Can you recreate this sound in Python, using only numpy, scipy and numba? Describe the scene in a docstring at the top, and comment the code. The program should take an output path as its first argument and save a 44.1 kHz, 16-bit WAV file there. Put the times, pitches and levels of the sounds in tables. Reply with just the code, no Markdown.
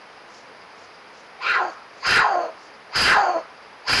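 """A cougar screams four times in a wooded gully, heard by a trail camera over faint steady noise.
Each cry opens as a rasping hiss, jaws wide: air chopped by the throat rings the mouth resonances.
The first three sink into a rough, voiced yowl as the mouth closes. The slopes echo briefly,
dry grass rustles softly, and the hiss overloads the camera's microphone amplifier."""
import sys
import numpy as np
from scipy import signal
from scipy.fft import rfft, irfft
from scipy.io import wavfile
from scipy.ndimage import map_coordinates
from numba import njit

SR = 44100
rng = np.random.default_rng(int(sys.argv[2]) if len(sys.argv) > 2 else 0)


def dump(signal):
    """Clip the signal to [-1, 1] and save it as 16-bit WAV at the path in sys.argv[1]."""
    limited = np.clip(np.atleast_2d(signal).T, -1, 1)
    pcm = np.round(limited * 32767).astype(np.int16)
    wavfile.write(sys.argv[1], SR, pcm)


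N = 176400
T = np.arange(N) / SR


def scream():
    """Rasping breath drives throat and hiss; the jaws open and close, moving the resonances."""
    # breath, one curve per cry: time_s, throat_db, hiss_db
    cries = [
        [(1.408, -40, -60), (1.422, -31.5, -38), (1.472, -21.5, -43), (1.53, -21, -45), (1.556, -17.5, -37),
         (1.57, -19, -64), (1.618, -19, -46), (1.7, -31.5, -51.5)],
        [(2.015, -45.5, -43.5), (2.051, -23, -31.5), (2.067, -23.5, -23.5), (2.175, -13.5, -29),
         (2.253, -16.5, -42), (2.337, -25.5, -45.5), (2.357, -22, -46), (2.365, -33, -52.5), (2.375, -29, -49),
         (2.385, -24.5, -52), (2.417, -25.5, -49), (2.495, -32.5, -61)],
        [(2.915, -46.5, -55), (2.959, -22, -23), (3.029, -19, -21.5), (3.129, -14, -28.5), (3.177, -13.5, -35),
         (3.221, -19, -40), (3.245, -18, -39.5), (3.267, -19, -40.5), (3.349, -26.5, -51), (3.361, -47, -50),
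         (3.369, -21, -51), (3.41, -33.5, -58)],
        [(3.85, -47, -52), (3.882, -28, -23.5), (3.894, -19.5, -24.5), (3.922, -23, -22), (3.934, -13, -25),
         (3.944, -22, -21.5), (3.995, -19, -23)],
    ]
    # mouth resonances, one curve per cry: time_s, first_hz, second_hz
    mouths = [
        [(1.39, 750, 2200), (1.425, 1160, 2300), (1.465, 1250, 2480), (1.505, 1515, 2390), (1.555, 1315, 1950),
         (1.61, 926, 1410), (1.71, 693, 1160)],
        [(2.01, 716, 2030), (2.05, 1230, 2080), (2.11, 1590, 2540), (2.18, 1510, 2160), (2.25, 966, 1480),
         (2.34, 730, 1260), (2.5, 587, 1060)],
        [(2.91, 600, 2070), (2.96, 1480, 2320), (3.06, 1685, 2303), (3.125, 1495, 1965), (3.175, 932, 1550),
         (3.25, 804.3, 1247), (3.42, 630, 1050)],
        [(3.84, 640, 2110), (3.885, 1270, 2320), (3.93, 1710, 2240), (4.0, 1730, 2470)],
    ]
    shut_hz, open_hz = 1120, 2340  # second resonance
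    throat_db, hiss_db = track(cries, 1), track(cries, 2)
    first_hz, second_hz = track(mouths, 1), track(mouths, 2)
    jaw = np.clip((second_hz - shut_hz) / (open_hz - shut_hz), 0, 1)  # 0 nearly shut, 1 wide
    force_db = 0.38 * np.maximum(hiss_db + 31.5, 0)  # hard-blown hiss grows faster
    breath = rasp()
    low = throat(breath, first_hz, second_hz, jaw, force_db) * undb(throat_db + 0.25 * force_db)
    high = hiss(breath, first_hz, jaw) * undb(hiss_db + force_db)
    return (low + high) * gate(cries, fade_s=0.015)


def rasp():
    """Four streams of turbulent air, chopped into the same uneven puffs by the flapping throat."""
    flap_hz, steady_share, decay_cycles = 171.9, 0.71, 0.22
    cycles = np.cumsum(flap_hz * np.exp(0.45 * walk(150))) / SR
    size = undb(-0.5 * rng.standard_normal(4000))[cycles.astype(int)]
    puffs = steady_share + (1 - steady_share) * size * np.exp(-(cycles % 1) / decay_cycles)
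    return unit(puffs) * rng.standard_normal((4, N))


def throat(breath, first_hz, second_hz, jaw, force_db):
    """Two moving mouth resonances, a third with the jaws wide, and a broad rush of air."""
    # rush spectrum: freq_hz, density_db
    rush_spectrum = [(100, -52), (250, -28), (380, 15.5), (600, 6.5), (1100, 11.5), (2400, 8), (3250, 1),
                     (3900, -15), (5000, -15), (5800, -59), (11000, -53.5)]
    blur = 1 + 0.74 * force_db  # hard blowing widens the resonances
    first = resonance(breath[0], first_hz, mix(0.42, 0.28, jaw) * blur * first_hz)
    second = resonance(breath[1], second_hz, 0.3 * blur * second_hz)
    second_gain = undb(mix(-9.5, -2.5, jaw))
    pair = (first + second_gain * second) / np.hypot(1, second_gain)
    third = jaw * undb(-13.5) * resonance(breath[0], hz=3852, width_hz=840)
    rush = undb(-15.5) * colour(breath[2], rush_spectrum)
    return (pair + third + rush) * undb(mix(-5, 0.5, jaw))


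def hiss(breath, first_hz, jaw):
    """A high band that rises with the first resonance and thins to a whistle as the jaws close."""
    shut_hz, open_hz = 4570, 4827
    opening = np.minimum(jaw / 0.11, 1)
    centre_hz = mix(shut_hz, open_hz, opening) + 0.21 * (first_hz - 1500)
    band = resonance(breath[3], centre_hz, width_hz=mix(330, 590, jaw))
    whistle = resonance(breath[0], 6620 * np.sqrt(centre_hz / open_hz), width_hz=870)
    overtone = undb(-23.5) * resonance(breath[1], hz=7350, width_hz=870)
    return (band + undb(mix(-5, -20.5, jaw)) * (whistle + overtone)) * undb(-1.5 * opening)


def yowl():
    """The vocal folds catch and sink in pitch, unsteady in period and strength."""
    # voiced ends of the first three cries: time_s, pitch_hz, level_db
    yowls = [
        [(1.49, 447, -63), (1.6, 405, -24.5), (1.65, 367, -24.5), (1.7, 317, -33.5)],
        [(2.2, 450, -28), (2.25, 435, -24.5), (2.3, 414.5, -28), (2.335, 364.8, -27.5), (2.36, 358, -25),
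         (2.41, 346.8, -26), (2.46, 325, -35), (2.5, 323, -40)],
        [(3.13, 441.5, -34), (3.17, 424.1, -23.5), (3.215, 410.9, -22), (3.25, 360, -26.5), (3.295, 358, -24.5),
         (3.33, 349, -34), (3.365, 337, -22.5), (3.41, 320.7, -44)],
    ]
    # harmonics, fundamental first: level_db
    harmonics_db = [-12.5, -1, -9, -18.5, -47.5]
    # voice quality per yowl: jitter_share, overtone_gain_db
    voices = [(0.0456, -15), (0.019, 2), (0.02, 2)]
    which = np.searchsorted([curve[0][0] - 0.1 for curve in yowls[1:]], T)
    jitter, overtone_db = np.array(voices)[which].T
    pitch_hz = track(yowls, 1) * (1 + jitter * walk(148.2))
    phase = 2 * np.pi * np.cumsum(pitch_hz) / SR
    voice = sum(undb(db + (k > 1) * overtone_db) * np.sin(k * phase)
                for k, db in enumerate(harmonics_db, 1))
    shimmer_db = 1.5 * walk(170)
    catch_db = np.minimum(2 * walk(53), 0)
    level = unit(undb(shimmer_db + catch_db)) * undb(track(yowls, 2) - 1)
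    return np.sqrt(2) * voice * level * gate(yowls, fade_s=0.0066)


def gully(x):
    """Adds quick scatter from ground and rocks, then a dull echo from the slopes."""
    scatter_decay_s, echo_rise_s, echo_t60_s, echo_width_hz = 0.012, 0.039, 0.57, 850
    scatter = rng.standard_normal(N) * np.exp(-T / scatter_decay_s)
    echo = resonance(rng.standard_normal(N), hz=1310, width_hz=echo_width_hz)
    echo *= undb(-60 * T / echo_t60_s) * (1 - np.exp(-T / echo_rise_s))
    echo_gain = undb(-13) * np.sqrt(np.pi * echo_width_hz / SR)
    response = (undb(-7) * unit(scatter) + echo_gain * unit(echo)) / np.sqrt(N)
    return x + signal.fftconvolve(x, response)[:N]


def grass():
    """Dry grass rustles in short, grainy swells."""
    # rustles: peak_s, level_db
    rustles = [(.37, -51), (.82, -56), (1.2, -56.5), (1.72, -57), (2.0, -58.5), (2.64, -58)]
    half_width_s = 0.062
    swells = sum(undb(db) * np.exp(-((T - peak_s) / half_width_s) ** 2) for peak_s, db in rustles)
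    band = microphone(resonance(rng.standard_normal(N), hz=5200, width_hz=3200))
    return band * swells * undb(1.9 * walk(90))


def background():
    """Steady background noise with a faint, thin hiss near 11 kHz, and a flickering high band."""
    # background spectrum: freq_hz, density_db
    background_spectrum = [(18, -61.5), (30, -19.5), (163, -10), (199, -6.5), (289, -5.5), (327, -5),
                           (371, -6), (409, 0), (625, -1), (843, 1.5), (2220, -5), (3570, -14.5),
                           (4810, -15.5), (6490, -25), (7530, -36.5), (10700, -28.5), (11500, -40),
                           (15000, -68.5), (22000, -120)]
    flicker = resonance(rng.standard_normal(N), hz=4870, width_hz=810) * undb(-61 + 3 * walk(40))
    return undb(-45) * colour(rng.standard_normal(N), background_spectrum) + flicker


def microphone(x, cutoff_hz=7490):
    """The microphone picks up little of the highest treble."""
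    return signal.sosfilt(signal.butter(10, cutoff_hz, fs=SR, output="sos"), x)


def undb(db):
    return 10 ** (np.asarray(db) / 20)


def unit(x):
    return x / np.sqrt(np.mean(x ** 2))


def mix(a, b, share):
    return a + (b - a) * share


def walk(rate_hz):
    """Smooth random curve, RMS 1."""
    knots = rng.standard_normal(4000)
    return unit(map_coordinates(knots, [T * rate_hz], order=3, mode="wrap"))


def colour(x, spectrum):
    """Filters by (freq_hz, gain_db) points; RMS 1."""
    hz, db = np.array(spectrum, float).T
    bin_hz = np.maximum(np.arange(N // 2 + 1) * SR / N, 1)
    gain = undb(np.interp(np.log(bin_hz), np.log(hz), db))
    return unit(irfft(rfft(x) * gain, N))


@njit
def svf(x, hz, width_hz):
    """Moving band-pass, gain 1 at the centre."""
    y, band_state, low_state = np.empty(len(x)), 0., 0.
    for i in range(len(x)):
        g, damping = np.tan(np.pi * hz[i] / SR), width_hz[i] / hz[i]
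        band = (band_state + g * (x[i] - low_state)) / (1 + g * (g + damping))
        band_state = 2 * band - band_state
        low_state += 2 * g * band
        y[i] = damping * band
    return y


def resonance(x, hz, width_hz):
    """Steep resonance that keeps the power of white noise."""
    hz, width_hz = hz + np.zeros(N), width_hz + np.zeros(N)
    return svf(svf(x, hz, width_hz), hz, width_hz) * np.sqrt(2 * SR / np.pi / width_hz)


def track(curves, column):
    """One column of a list of curves, joined through time."""
    rows = np.vstack(curves)
    return np.interp(T, rows[:, 0], rows[:, column])


def gate(curves, fade_s):
    """1 during each curve, dying away outside it."""
    outside_s = np.min([np.maximum(c[0][0] - T, T - c[-1][0]) for c in curves], axis=0)
    return np.exp(-np.maximum(outside_s, 0) / fade_s)


def scene():
    """The cougar and its echo over grass and background noise, mono."""
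    cougar = microphone(gully(scream() + yowl()))
    return (cougar + grass() + background())[None]


def record(dry):
    """The amplifier clips unevenly on loud treble, adding low crackle and fizz; the top is cut."""
    emphasis_hz, fizz_hz, bottom_hz, top_hz = 1085, 8500, 22, 11400
    emphasis = [1, -np.exp(-2 * np.pi * emphasis_hz / SR)]
    clipped = np.clip(signal.lfilter(emphasis, [1], dry), -0.07, 0.096)
    overloaded = signal.lfilter([1], emphasis, clipped)
    fizz = signal.sosfiltfilt(signal.butter(2, fizz_hz, "high", fs=SR, output="sos"), overloaded - dry)
    out = overloaded + undb(3) * fizz
    out = signal.sosfilt(signal.butter(2, bottom_hz, "high", fs=SR, output="sos"), out)
    return signal.sosfilt(signal.ellip(10, 0.2, 90, top_hz, fs=SR, output="sos"), out)


dry = scene()
out = record(dry)
dump(out)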